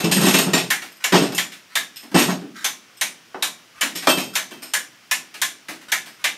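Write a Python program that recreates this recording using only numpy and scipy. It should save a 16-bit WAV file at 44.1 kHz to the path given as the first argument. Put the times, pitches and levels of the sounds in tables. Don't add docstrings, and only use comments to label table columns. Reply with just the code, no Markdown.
import sys
import numpy as np
from scipy import signal
from scipy.fft import rfft, irfft
from scipy.io import wavfile

SR = 44100
rng = np.random.default_rng(int(sys.argv[2]) if len(sys.argv) > 2 else 0)


def transcribe(u):
    v = np.clip(np.atleast_2d(u).T, -1, 1)
    q = np.round(v * 32767).astype(np.int16)
    wavfile.write(sys.argv[1], SR, q)


N = 280917
AGE = np.arange(32768) / SR
FREQ = np.maximum(np.fft.rfftfreq(len(AGE), 1 / SR), 1)

# pitch_hz, level_db
WOOD_TONE = [(30, -70), (70, -28), (95, -31.5), (130, -11.5), (200, -6), (380, -9), (500, -8.5),
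             (630, -3.5), (800, -4), (1300, -7), (2000, -9), (3000, -33)]
# pitch_hz, level_db
STEEL_TONE = [(1500, -5.5), (2300, -2.5), (2700, -1.5), (3700, -3), (4500, -6.5), (5400, -7), (6000, -8.5),
              (7200, -5.5), (7700, -12), (8400, -6), (10000, -18), (12300, -6.5), (13500, -14.5),
              (15500, -46)]


def undb(db):
    return 10 ** (np.asarray(db) / 20)


def unit(x):
    return x / np.sqrt(np.mean(x ** 2))


def along(points, hz):
    pitches, values = np.transpose(points)
    return np.interp(np.log(hz), np.log(pitches), values)


def fade(fade_s):
    return np.exp(-np.log(1000) * AGE / max(fade_s, 1e-3))


def swell(rise_s):
    return 1 - np.exp(-AGE / max(rise_s, 1e-5))


def band(low_hz, high_hz):
    return 1 / np.sqrt((1 + (low_hz / FREQ) ** 10) * (1 + (FREQ / high_hz) ** 10))


def through(x, tone):
    taps = np.roll(irfft(tone), 64)[:129] * np.hanning(129)
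    return signal.fftconvolve(x, taps, mode="same")


def cloud(tone):
    return unit(irfft(tone * np.exp(2j * np.pi * rng.random(len(FREQ)))))


def burst(tone, fade_s, rise_s):
    phase = np.angle(rfft(rng.standard_normal(len(AGE)) * fade(fade_s) * swell(rise_s)))
    return irfft(tone * np.exp(1j * phase)) * swell(rise_s / 2) * fade(0.42)


def ringing(notes, detune):
    return sum(undb(db) * np.sin(2 * np.pi * hz * (1 + detune * rng.standard_normal()) * AGE)
               * fade(fade_s) for hz, db, fade_s in notes)


def chatter(per_second, fade_s):
    contacts = (rng.random(len(AGE)) < per_second / SR) * rng.standard_normal(len(AGE)) * fade(fade_s)
    contacts[0] += 1
    return contacts


def excite(pushes, response):
    return signal.fftconvolve(pushes, response)[:len(AGE)]


def heard(x, room, db, echo_db):
    blow = x + undb(echo_db) * excite(x, room)
    return blow * undb(db) / np.sqrt(np.mean(blow[:int(.03 * SR)] ** 2))


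def add(out, start_s, x):
    i = max(int(start_s * SR), 0)
    out[i:i + len(x)] += x[:N - i]


def ventilation():
    # pitch_hz, level_db
    air_tone = [(18, -53.5), (30, -42), (120, -3), (561, -6), (673, -5.5), (970, -6.5), (1230, -2.5),
                (3070, -3.5), (3400, -5.5), (3980, -9), (5310, -6.5), (7860, -15), (15500, -21.5)]
    hz = np.maximum(np.fft.rfftfreq(N, 1 / SR), 1)
    hiss = irfft(rfft(rng.standard_normal(N)) * undb(along(air_tone, hz)), N)
    return undb(-51.5) * unit(hiss)


def room_echo():
    # pitch_hz, fade_s
    fade_times = [(150, 0.57), (300, 0.46), (600, 0.26), (1500, 0.22), (4000, 0.25), (8000, 0.26),
                  (15000, 0.19)]
    tail = sum(np.sqrt(hz) * cloud(band(hz / np.sqrt(2), hz * np.sqrt(2))) * fade(along(fade_times, hz))
               for hz in 62.5 * 2 ** np.arange(9))
    next_room = undb(-24.5) * unit(cloud(band(100, 6000)) * fade(0.72))
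    return (unit(tail * swell(0.00054)) + next_room) / np.sqrt(len(AGE))


def clack(room, db, length_s):
    wood = burst(undb(along(WOOD_TONE, FREQ)) * band(436, 1650), 1.14 * length_s, 0.022 * length_s)
    return heard(wood, room, db, echo_db=1.5)


def knock(room, db, hardness_db):
    ring_s = 0.22
    edge = cloud(band(1550, 15000) / FREQ) * fade(ring_s)
    thump = cloud(band(217, 335)) * fade(ring_s) * swell(0.01)
    return (heard(thump, room, db - hardness_db, echo_db=-3.0)
            + clack(room, db - 2.5, ring_s)
            + heard(edge, room, db + hardness_db, echo_db=1.0))


def clink(room, db):
    # pitch_hz, level_db, fade_s
    handle_notes = [(5160, -2.5, 0.33), (8400, -3, 0.23), (12100, -5, .22)]
    ring = sum(ringing(handle_notes, detune=.022) for _ in range(8))
    tick = cloud(undb(along(STEEL_TONE, FREQ)) * band(1600, 15500)) * fade(0.16)
    rattle = excite(chatter(per_second=230, fade_s=0.27), unit(ring) + undb(-2.0) * unit(tick))
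    return heard(rattle, room, db, echo_db=-8.5)


def pawl_rub(room, length_s, db):
    slips = (rng.random(len(AGE)) < 900 / SR) * rng.standard_normal(len(AGE)) * (AGE < length_s)
    squeak = unit(ringing([(1426, 0, 0.014)], detune=0.047) * swell(.001))
    scrape = undb(4.0) * unit(cloud(band(1250, 13500) / FREQ) * fade(0.042))
    return heard(excite(slips, squeak + scrape), room, db, echo_db=0.5)


def pawl_drop(room, frame_db, tooth_hz):
    # pitch_hz, width_hz, level_db
    frame_notes = [(782, 59, -6.5), (1046, 29, 4), (1687, 65, 8.5), (2150, 490, 10.5), (5540, 310, -3),
                   (6220, 210, 2), (7100, 205, 3), (9040, 660, -2.5), (11600, 300, -13)]
    # pitch_hz, level_db
    winch_tone = [(250, -22), (500, -19.5), (750, -19), (1050, -15), (1350, -6.5), (1750, 9), (2300, -8),
                  (3000, -1), (3700, -1.5), (4800, -7), (7000, -6), (10000, -8.5), (13400, -2.5),
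                  (15500, -13.5)]
    # pitch_hz, level_db, fade_s
    drum_notes = [(1705, -34, 0.19), (2320, -36.5, 0.41), (5553, -44.5, 0.56), (5980, -43.5, 0.52)]
    snap_db, body_db = -19.5, -31
    notes = list(frame_notes) + [(tooth_hz, 240, 6)]
    peaks = sum(undb(db + 3.5 * rng.standard_normal()) ** 2 / (1 + (2 * (FREQ - hz) / width_hz) ** 2)
                for hz, width_hz, db in notes)
    tone = np.sqrt(undb(along(winch_tone, FREQ)) ** 2 + undb(-1.5) * peaks)
    body = burst(tone * band(560, 1160), fade_s=0.11, rise_s=0.0025)
    frame = burst(tone * band(1100, 2190), fade_s=0.059, rise_s=0.012)
    snap = burst(tone * band(2760, 12300), fade_s=0.1, rise_s=0.00091)
    steel = sum(heard(x, room, db, echo_db=2.0)
                for x, db in ((body, body_db), (frame, frame_db), (snap, snap_db)))
    bench = undb(body_db - 13.0) * cloud(band(179, 363)) * swell(0.022) * fade(0.66)
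    drum = ringing(drum_notes, detune=0.00067) * swell(0.0048)
    return steel + drum + bench


def boards(room, notes, db, low_hz, high_hz):
    low_cut = signal.butter(4, 135, "high", fs=SR, output="sos")
    body = signal.sosfilt(low_cut, ringing(notes, detune=0.021) * swell(0.0067))
    rumble = cloud(undb(along(WOOD_TONE, FREQ)) * band(low_hz, high_hz)) * fade(0.28) * swell(0.0086)
    return heard(unit(body) + undb(-5.5) * unit(rumble), room, db, echo_db=-7.5)


def free_clamps():
    # pitch_hz, level_db, fade_s
    pile_notes = [(1870, -15.5, 0.2), (3810, -27, 0.32), (5500, -27, 0.37), (7230, -17, 0.21),
                  (9243, -33, .26)]
    bench_notes = [(2630, -18, 0.42), (3160, -16.5, 0.42), (4570, -32, 0.6), (5260, -35, 0.67),
                   (6570, -34, .38), (8188, -26, 0.39), (12030, -26, 0.44)]
    return [ringing(notes, detune=0) * swell(0.0025) for notes in (pile_notes, bench_notes)]


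def clamp(room, wood_db, steel_db, jingle_db, rattle_s):
    # pitch_hz, level_db
    steel_notes = [(1890, 2.5), (2650, 7.5), (2900, -27), (3170, -0.5), (3850, 0), (4600, -4.5), (5230, 3),
                   (5530, 2.5), (6490, 4), (7200, -2), (8220, 1.5), (8430, 8), (9250, 1.5), (11720, 0),
                   (12100, -2), (12550, -1.5), (14700, -11)]
    # pitch_hz, level_db, fade_s
    boom_notes = [(136, -21, 0.13), (182.8, 4.5, 0.13), (196, 0, 0.04)]
    # pitch_hz, level_db, fade_s
    thump_notes = [(270, 2.5, 0.13), (346, 1.5, 0.12), (377.8, 0.5, 0.14), (436, -10.5, 0.3)]
    contacts = chatter(per_second=400, fade_s=rattle_s)
    crack_level = np.sqrt(np.abs(excite(contacts ** 2, fade(0.027) ** 2)))
    pair = sum(ringing([(hz, db + 3 * rng.standard_normal(), .07) for hz, db in steel_notes], 0.01)
               for _ in range(2))
    ring = undb(-4.5) * unit(excite(contacts, pair))
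    cracks = unit(crack_level * cloud(undb(along(STEEL_TONE, FREQ))))
    steel = (cracks + ring) * swell(0.007 * rattle_s)
    frame = heard(through(steel, band(1410, 5530)), room, steel_db, echo_db=4.0)
    handle = heard(through(steel, band(6800, 15000)), room, jingle_db, echo_db=3.5)
    softness = np.log2(max(rattle_s, .01) / 0.18)
    boom = boards(room, boom_notes, wood_db - 1.46 + 4.5 * softness, low_hz=60, high_hz=300)
    thump = boards(room, thump_notes, wood_db, low_hz=210, high_hz=536)
    return frame + handle + boom + thump + clack(room, wood_db - 2.5 - 3 * softness, rattle_s)


def scene():
    # start_s, level_db, hardness_db
    knocks = [(.82, -41, 7.5), (1.52, -55.5, 17), (2.029, -47, -0.5), (2.115, -41, -3), (2.412, -46.5, -8),
              (3.826, -31.5, 6), (4.024, -38.5, 6), (4.509, -41.5, 1), (4.622, -44.5, 3.5),
              (5.341, -47.5, 11), (5.685, -37.5, 6), (5.812, -52, 5.5), (6.059, -48, 6)]
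    # start_s, level_db
    clinks = [(.92, -51), (1.17, -32), (1.348, -37), (1.96, -36.5), (2.968, -48), (3.953, -39.5),
              (4.335, -39), (4.622, -36), (6.059, -47.5)]
    # start_s, length_s, level_db
    rubs = [(.475, 0.031, -46), (1.003, 0.044, -43), (1.7, 0.089, -48.5), (2.545, 0.12, -40.5),
            (3.745, 0.078, -50), (4.33, 0.027, -40), (5.882, 0.018, -39), (6.188, 0.041, -49.5)]
    # start_s, frame_db, tooth_hz
    drops = [(.7026, -19.5, 3000), (1.0396, -24, 2830), (1.3791, -23, 3270), (1.7535, -22.5, 3630),
             (2.6432, -29.5, 3530), (3.011, -25, 3730), (3.4235, -29, 3760), (3.8095, -23.5, 3050),
             (4.353, -26, 3700), (4.7355, -22.5, 2900), (5.111, -20.5, 2670), (5.4158, -22.5, 3420),
             (5.918, -19.5, 3640), (6.2405, -21.5, 3600)]
    # start_s, wood_db, steel_db, jingle_db, rattle_s
    landings = [(.001, -32.5, -29.5, -34.5, 0.092), (.038, -23.5, -25.5, -33, 0.5),
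                (.113, -27, -19, -21.5, 0.11), (.157, -23.5, -25, -26.5, 0.53),
                (.2115, -24.5, -27, -28, 0.18), (.231, -21.5, -24.5, -29, 0.52),
                (.262, -20.5, -22, -25.5, 0.32), (.338, -20, -16, -23.5, 0.21),
                (.386, -24.5, -22.5, -22.5, 0.11), (.461, -25, -39, -50.5, 0.37),
                (.533, -19.5, -19, -27, 0.19), (1.122, -17, -19, -32, 0.14), (1.138, -15, -20, -31.5, 0.13),
                (1.212, -23, -30.5, -36, 0.3), (1.321, -37, -36.5, -43, 0.097),
                (1.348, -47, -36.5, -31, .07), (2.143, -14, -20.5, -28.5, 0.23),
                (2.177, -35, -21.5, -24, 0.17), (2.209, -26.5, -25, -30, 0.19),
                (2.279, -23.5, -32, -40, 0.18), (3.3445, -37, -46.5, -75, 0.031),
                (3.951, -41, -31, -33.5, 0.17), (4.0712, -20, -18, -27, 0.028),
                (4.09, -25, -22, -24.5, 0.065), (4.171, -28.5, -28, -32, 0.22)]
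    echoes = [room_echo() for _ in range(14)]
    out = ventilation()
    layers = (drops, pawl_drop), (rubs, pawl_rub), (landings, clamp), (clinks, clink), (knocks, knock)
    for events, source in layers:
        for k, (start_s, *settings) in enumerate(events):
            add(out, start_s, source(echoes[k % len(echoes)], *settings))
    pile_ring, bench_ring = free_clamps()
    add(out, .262, undb(-7) * pile_ring)
    add(out, .534, pile_ring)
    add(out, 4.089, bench_ring)
    add(out, 4.514, undb(-26) * bench_ring)
    return out[None]


def record(dry):
    rounded = dry / (1 + (dry / .95) ** 4) ** .25
    return signal.sosfilt(signal.ellip(10, .2, 80, 15600, fs=SR, output="sos"), rounded)


dry = scene()
out = record(dry)
transcribe(out)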